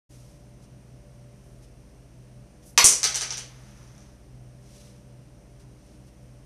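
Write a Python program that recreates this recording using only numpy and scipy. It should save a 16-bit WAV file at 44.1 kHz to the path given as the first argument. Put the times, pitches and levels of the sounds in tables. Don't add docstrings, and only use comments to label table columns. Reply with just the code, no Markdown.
import sys
import numpy as np
from scipy import signal
from scipy.fft import rfft, irfft, next_fast_len
from scipy.io import wavfile

SR = 44100
rng = np.random.default_rng(int(sys.argv[2]) if len(sys.argv) > 2 else 0)


def unload_wav(signal):
    wavfile.write(
        sys.argv[1],
        SR,
        np.round(np.clip(np.atleast_2d(signal).T, -1, 1) * 32767).astype(np.int16),
    )


N = 284445
TIME = np.arange(N) / SR
BURST_S = 2.8422


def burst(count=8, first_gap_s=.0016, spread_power=1.7, first_db=5.5, fade_db_per_s=171):
    after_s = first_gap_s * np.arange(count) ** spread_power
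    ring_db = first_db - fade_db_per_s * after_s
    return clacks(BURST_S + after_s, ring_db, overtones_db=2.5, frame_db=-16.5, wet_db=-3, spots=2)


# t/s, relative ring level/dB, overtones/dB re ring, frame drive/dB re ring
REBOUND_HITS = [(3.0309, 1, -9, -4), (3.0411, -0.5, -2, -1), (3.144, -7, -9, -5), (3.149, -7.5, -8, -5),
                (3.1574, -9, 2.5, -0.5), (3.21, -6.5, -9, -1.5), (3.2178, -9.5, -2.5, -1.5),
                (3.3056, -7, -15, -5.5), (3.3239, -13, -7, -4.5), (3.372, -16, -2.5, -3.5),
                (3.379, -17, -4, -1.5)]

def rebounds():
    times_s, ring_db, overtones_db, frame_db = np.transpose(REBOUND_HITS)
    return clacks(times_s, ring_db, overtones_db, frame_db, wet_db=-3.5, spots=4)


# f/Hz, width/Hz, relative level/dB
RING_MODES = [(4620, 750, -10), (5397, 450, -4), (5832, 290, 4), (6176, 250, 4), (6530, 170, -2.5)]
# f/Hz, width/Hz, relative level/dB
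OVERTONE_MODES = [(6770, 340, 0.5), (7280, 850, -0.5), (8590, 650, 1), (9640, 500, -0.5),
                  (10084, 450, -8.5), (11000, 700, -16), (12900, 1500, -18)]

def disc(times_s, ring_db, overtones_db):
    return strike(RING_MODES, times_s, ring_db) + strike(OVERTONE_MODES, times_s, overtones_db)


# f/Hz, width/Hz, relative level/dB
FRAME_MODES = [(404.2, 120, -7.5), (648, 150, -7), (846, 110, -2), (1191, 220, -2), (1626, 220, -1),
               (2100, 320, 0), (2618, 490, -0.5), (3060, 340, 3), (3820, 1200, -0.5), (4860, 660, 1.5)]

def clacks(times_s, ring_db, overtones_db, frame_db, wet_db, spots, sheet_db=-4, knock_db=-6):
    out = np.zeros(N)
    for spot in range(spots):
        here = slice(spot, None, spots)
        discs = disc(times_s[here], ring_db[here], (ring_db + overtones_db)[here])
        knock = strike(FRAME_MODES, times_s[here], (ring_db + frame_db)[here])
        out += room(discs + from_db(knock_db) * knock + from_db(sheet_db) * plywood(knock), wet_db)
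    return out


def plywood(knock, build_s=.0026, ring_s=.016):
    t = TIME[:SR // 6]
    sheet = rng.standard_normal(len(t)) * (1 - np.exp(-t / build_s)) * np.exp(-t / ring_s)
    return convolve(knock, sheet / np.linalg.norm(sheet))


# t/s, level/dB
FLICK_HITS = [(2.7768, 15), (2.781, 4)]
# f/Hz, width/Hz, relative level/dB
STRIKER_MODES = [(460, 350, -6.5), (864.7, 120, 0), (1030, 110, 7.5), (1135, 160, 6.5), (1510, 450, -2),
                 (2110, 200, 3.5), (2480, 250, 3), (3080, 770, 0.5), (3950, 300, -1), (4250, 50, 5.5),
                 (4680, 250, 3.5), (5180, 180, 4.5), (5980, 35, 13), (6120, 76, 9.5), (6130, 924, 5),
                 (8600, 2300, -4.5), (11860, 2200, -9)]

def flick():
    times_s, levels_db = np.transpose(FLICK_HITS)
    return room(strike(STRIKER_MODES, times_s, levels_db, detune=.001, contact_s=.00003), wet_db=-4.5)


# f/Hz, width/Hz, relative level/dB
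BOOM_MODES = [(197, 95, -5), (321.4, 110, 0), (406, 74, 2), (590, 140, -1)]

def thump(at_s=2.8448, width_s=.0018, pulse_db=-19.5, boom_db=-6):
    pulse = -from_db(pulse_db) * np.exp(-((TIME - at_s) / width_s) ** 2)
    return pulse + room(strike(BOOM_MODES, [at_s], [boom_db]), wet_db=-6.5)


def wobble(start_s=3.635, count=10, first_gap_s=.075, gap_ratio=.855, level_db=-38, uneven_db=2):
    gaps_s = first_gap_s * gap_ratio ** np.arange(count - 1)
    times_s = start_s + np.append(0, np.cumsum(gaps_s))
    taps_db = level_db + uneven_db * rng.standard_normal(count)
    return room(disc(times_s, taps_db, overtones_db=taps_db - 10), wet_db=-6)


def strike(modes, times_s, levels_db, vary_db=1.25, detune=.013, contact_s=.00008):
    t, out = TIME[:SR // 12], np.zeros(N)
    hz, width_hz, mode_db = np.transpose(modes)[:, :, None]
    signs = (-1) ** np.arange(len(modes))[:, None]
    for at_s, level_db in zip(times_s, levels_db):
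        strength, pitch = rng.standard_normal((2, len(modes), 1))
        swing = np.exp(-np.pi * width_hz * t) * np.cos(2 * np.pi * hz * (1 + detune * pitch) * t)
        ring = np.sum(signs * from_db(mode_db + vary_db * strength) * width_hz * swing, axis=0)
        ring *= 1 - np.exp(-t / contact_s)
        start = round(at_s * SR)
        out[start:start + len(t)] += from_db(level_db) * ring / np.linalg.norm(ring)
    return out


# f/Hz, relative level/dB
GLIDE_SPECTRUM = [(200, -7.5), (600, -1.5), (1200, 1), (2500, -4), (4500, -8.5), (6200, -2), (7500, -15),
                  (10000, -10), (14000, -24)]

def glide(level_db=-52, slowing_db_per_s=8.5, stop_s=4.06, release_db_per_s=80, rough_db=.6):
    slowing_db = slowing_db_per_s * np.maximum(TIME - BURST_S, 0)
    release_db = release_db_per_s * np.maximum(TIME - stop_s, 0)
    hiss = (TIME > BURST_S) * noise(GLIDE_SPECTRUM)
    return hiss * from_db(level_db - slowing_db - release_db + rough_db * drift(rate_hz=15))


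# t/s, level/dB
FINGER_TOUCHES = [(.63, -62), (1.628, -61), (2.63, -62), (5.604, -61.5), (6.075, -65)]
# peak t/s, rise/s, level/dB, tilt/(dB/octave)
HAND_SWEEPS = [(.15, 0.13, -61.5, 2), (1.5, .12, -72, 7), (2.685, .025, -55, 9.5), (4.79, 0.098, -57, -0.5),
               (5.881, .095, -68, -1.5)]

def brushes(rough_db=1.53, fall_ratio=1.15):
    touches = sum(from_db(db) * rub(peak_s, rise_s=.006, fall_s=.021, tilt_db_per_oct=-.3)
                  for peak_s, db in FINGER_TOUCHES)
    sweeps = sum(from_db(db) * rub(peak_s, rise_s, fall_ratio * rise_s, tilt)
                 for peak_s, rise_s, db, tilt in HAND_SWEEPS)
    return (touches + sweeps) * from_db(rough_db * drift(rate_hz=40))


# f/Hz, relative level/dB
RUB_SPECTRUM = [(300, -20), (1200, -8.5), (3000, -4), (4500, -3), (6000, 2.5), (7300, -5), (9500, -2),
                (12000, -11.5), (14500, -20.5)]

def rub(peak_s, rise_s, fall_s, tilt_db_per_oct):
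    width_s = np.where(TIME < peak_s, rise_s, fall_s)
    swell = np.exp(-((TIME - peak_s) / width_s) ** 2 / 2)
    return swell * np.resize(noise(RUB_SPECTRUM, tilt_db_per_oct, size=SR), N)


# f/Hz, relative level/dB
TAIL_SPECTRUM = [(200, -4), (700, -2), (1500, -1), (3000, -2.5), (5000, -0.5), (7000, -3), (9600, -1.5),
                 (10500, 3.5), (14500, 0.5)]
# f/Hz, T60/s
TAIL_T60 = [(200, 0.69), (1000, 0.38), (2500, 0.46), (6000, 0.35), (9000, 0.29), (14000, 0.22)]
# delay/s, relative level/dB
WALL_ECHOES = [(.0092, -1), (0.0165, -4.5), (0.0294, -10)]

def room(x, wet_db, tail_db=7, build_s=.00069, scatter_s=.00079):
    t = TIME[:SR]
    hz, white = np.fft.rfftfreq(SR, 1 / SR), rfft(rng.standard_normal(SR))
    coloured = white * from_db(at_hz(TAIL_SPECTRUM, hz))
    edges_hz = np.geomspace(100, 16000, 23)
    tail = np.zeros(SR)
    for low, high in zip(edges_hz, edges_hz[1:]):
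        band = irfft(coloured * (hz >= low) * (hz < high), SR)
        tail += band * from_db(-60 * t / at_hz(TAIL_T60, np.sqrt(low * high)))
    tail *= 1 - np.exp(-t / build_s)
    response = from_db(tail_db) * tail / np.linalg.norm(tail)
    for delay_s, db in WALL_ECHOES:
        echo = rng.standard_normal(SR) * (t >= delay_s) * np.exp(-np.abs(t - delay_s) / scatter_s)
        response += from_db(db) * echo / np.linalg.norm(echo)
    return x + from_db(wet_db) * convolve(x, response)


# f/Hz, relative level/dB
AIR_LOW_SPECTRUM = [(20, -9.5), (40, -10.5), (60, -0.5), (85, -5), (130, 5.5), (200, -0.5), (300, -3),
                    (450, -10), (650, -10), (850, -16.5), (1300, -21)]
# f/Hz, relative level/dB
AIR_HIGH_SPECTRUM = [(2000, -23), (2800, -24), (3600, -29), (4800, -27.5), (5950, -22), (6900, -30),
                     (7900, -30.5), (9200, -23), (10200, -33), (12500, -35.5), (14500, -46)]
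# f/Hz, rms level/dB, unsteadiness/(0-1)
HUM_LINES = [(46.7, -58, 0.3), (62, -57, 0.1), (124.6, -52.5, 0.5), (200.8, -63, 1), (301, -71, 0.8),
             (397, -72, .6), (492, -71, .5), (583.5, -66.5, .4), (691, -76.5, .5)]

def fan(air_db=-54, waver_hz=2.7):
    out = from_db(air_db) * noise(AIR_LOW_SPECTRUM + AIR_HIGH_SPECTRUM)
    for hz, db, unsteady in HUM_LINES:
        phase = 2 * np.pi * (hz * TIME + rng.random())
        in_phase = (1 + unsteady * drift(waver_hz)) * np.cos(phase)
        quadrature = unsteady * drift(waver_hz) * np.sin(phase)
        out += from_db(db) * rms_one(in_phase + quadrature)
    return out


def noise(spectrum, tilt_db_per_oct=0, size=N):
    padded = next_fast_len(size, True)
    hz = np.maximum(np.fft.rfftfreq(padded, 1 / SR), 1)
    gain = from_db(at_hz(spectrum, hz) + tilt_db_per_oct * np.log2(hz))
    return rms_one(irfft(rfft(rng.standard_normal(padded)) * gain, padded)[:size])


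def drift(rate_hz):
    step, settle = 100, 1000
    pole = np.exp(-2 * np.pi * rate_hz * step / SR)
    white = rng.standard_normal(N // step + settle + 2)
    slow = signal.lfilter([1], [1, -2 * pole, pole * pole], white)[settle:]
    return np.interp(np.arange(N) / step, np.arange(len(slow)), rms_one(slow))


def at_hz(points, hz):
    table_hz, values = np.transpose(points)
    return np.interp(np.log(np.maximum(hz, 1)), np.log(table_hz), values)


def convolve(x, response):
    return signal.oaconvolve(x, response)[:N]


def from_db(db):
    return 10 ** (np.asarray(db) / 20)


def rms_one(x):
    return x / np.sqrt(np.mean(x ** 2) + 1e-20)


def scene(clacks_db=1.5, wood_cut_hz=12500):
    shot = flick() + from_db(clacks_db) * (burst() + rebounds()) + thump() + wobble()
    shot = signal.sosfilt(signal.butter(2, wood_cut_hz, fs=SR, output="sos"), shot)
    friction = room(glide() + brushes(), wet_db=-20)
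    return (shot + friction + fan())[None]


def record(dry, start_s=.1, fade_s=.018, ceiling=.9, cutoff_hz=14300):
    faded = dry * np.clip((TIME - start_s) / fade_s + .5, 0, 1)
    rounded = ceiling * np.tanh(faded / ceiling)
    return signal.sosfilt(signal.ellip(10, .3, 80, cutoff_hz, fs=SR, output="sos"), rounded)


dry = scene()
out = record(dry)
unload_wav(out)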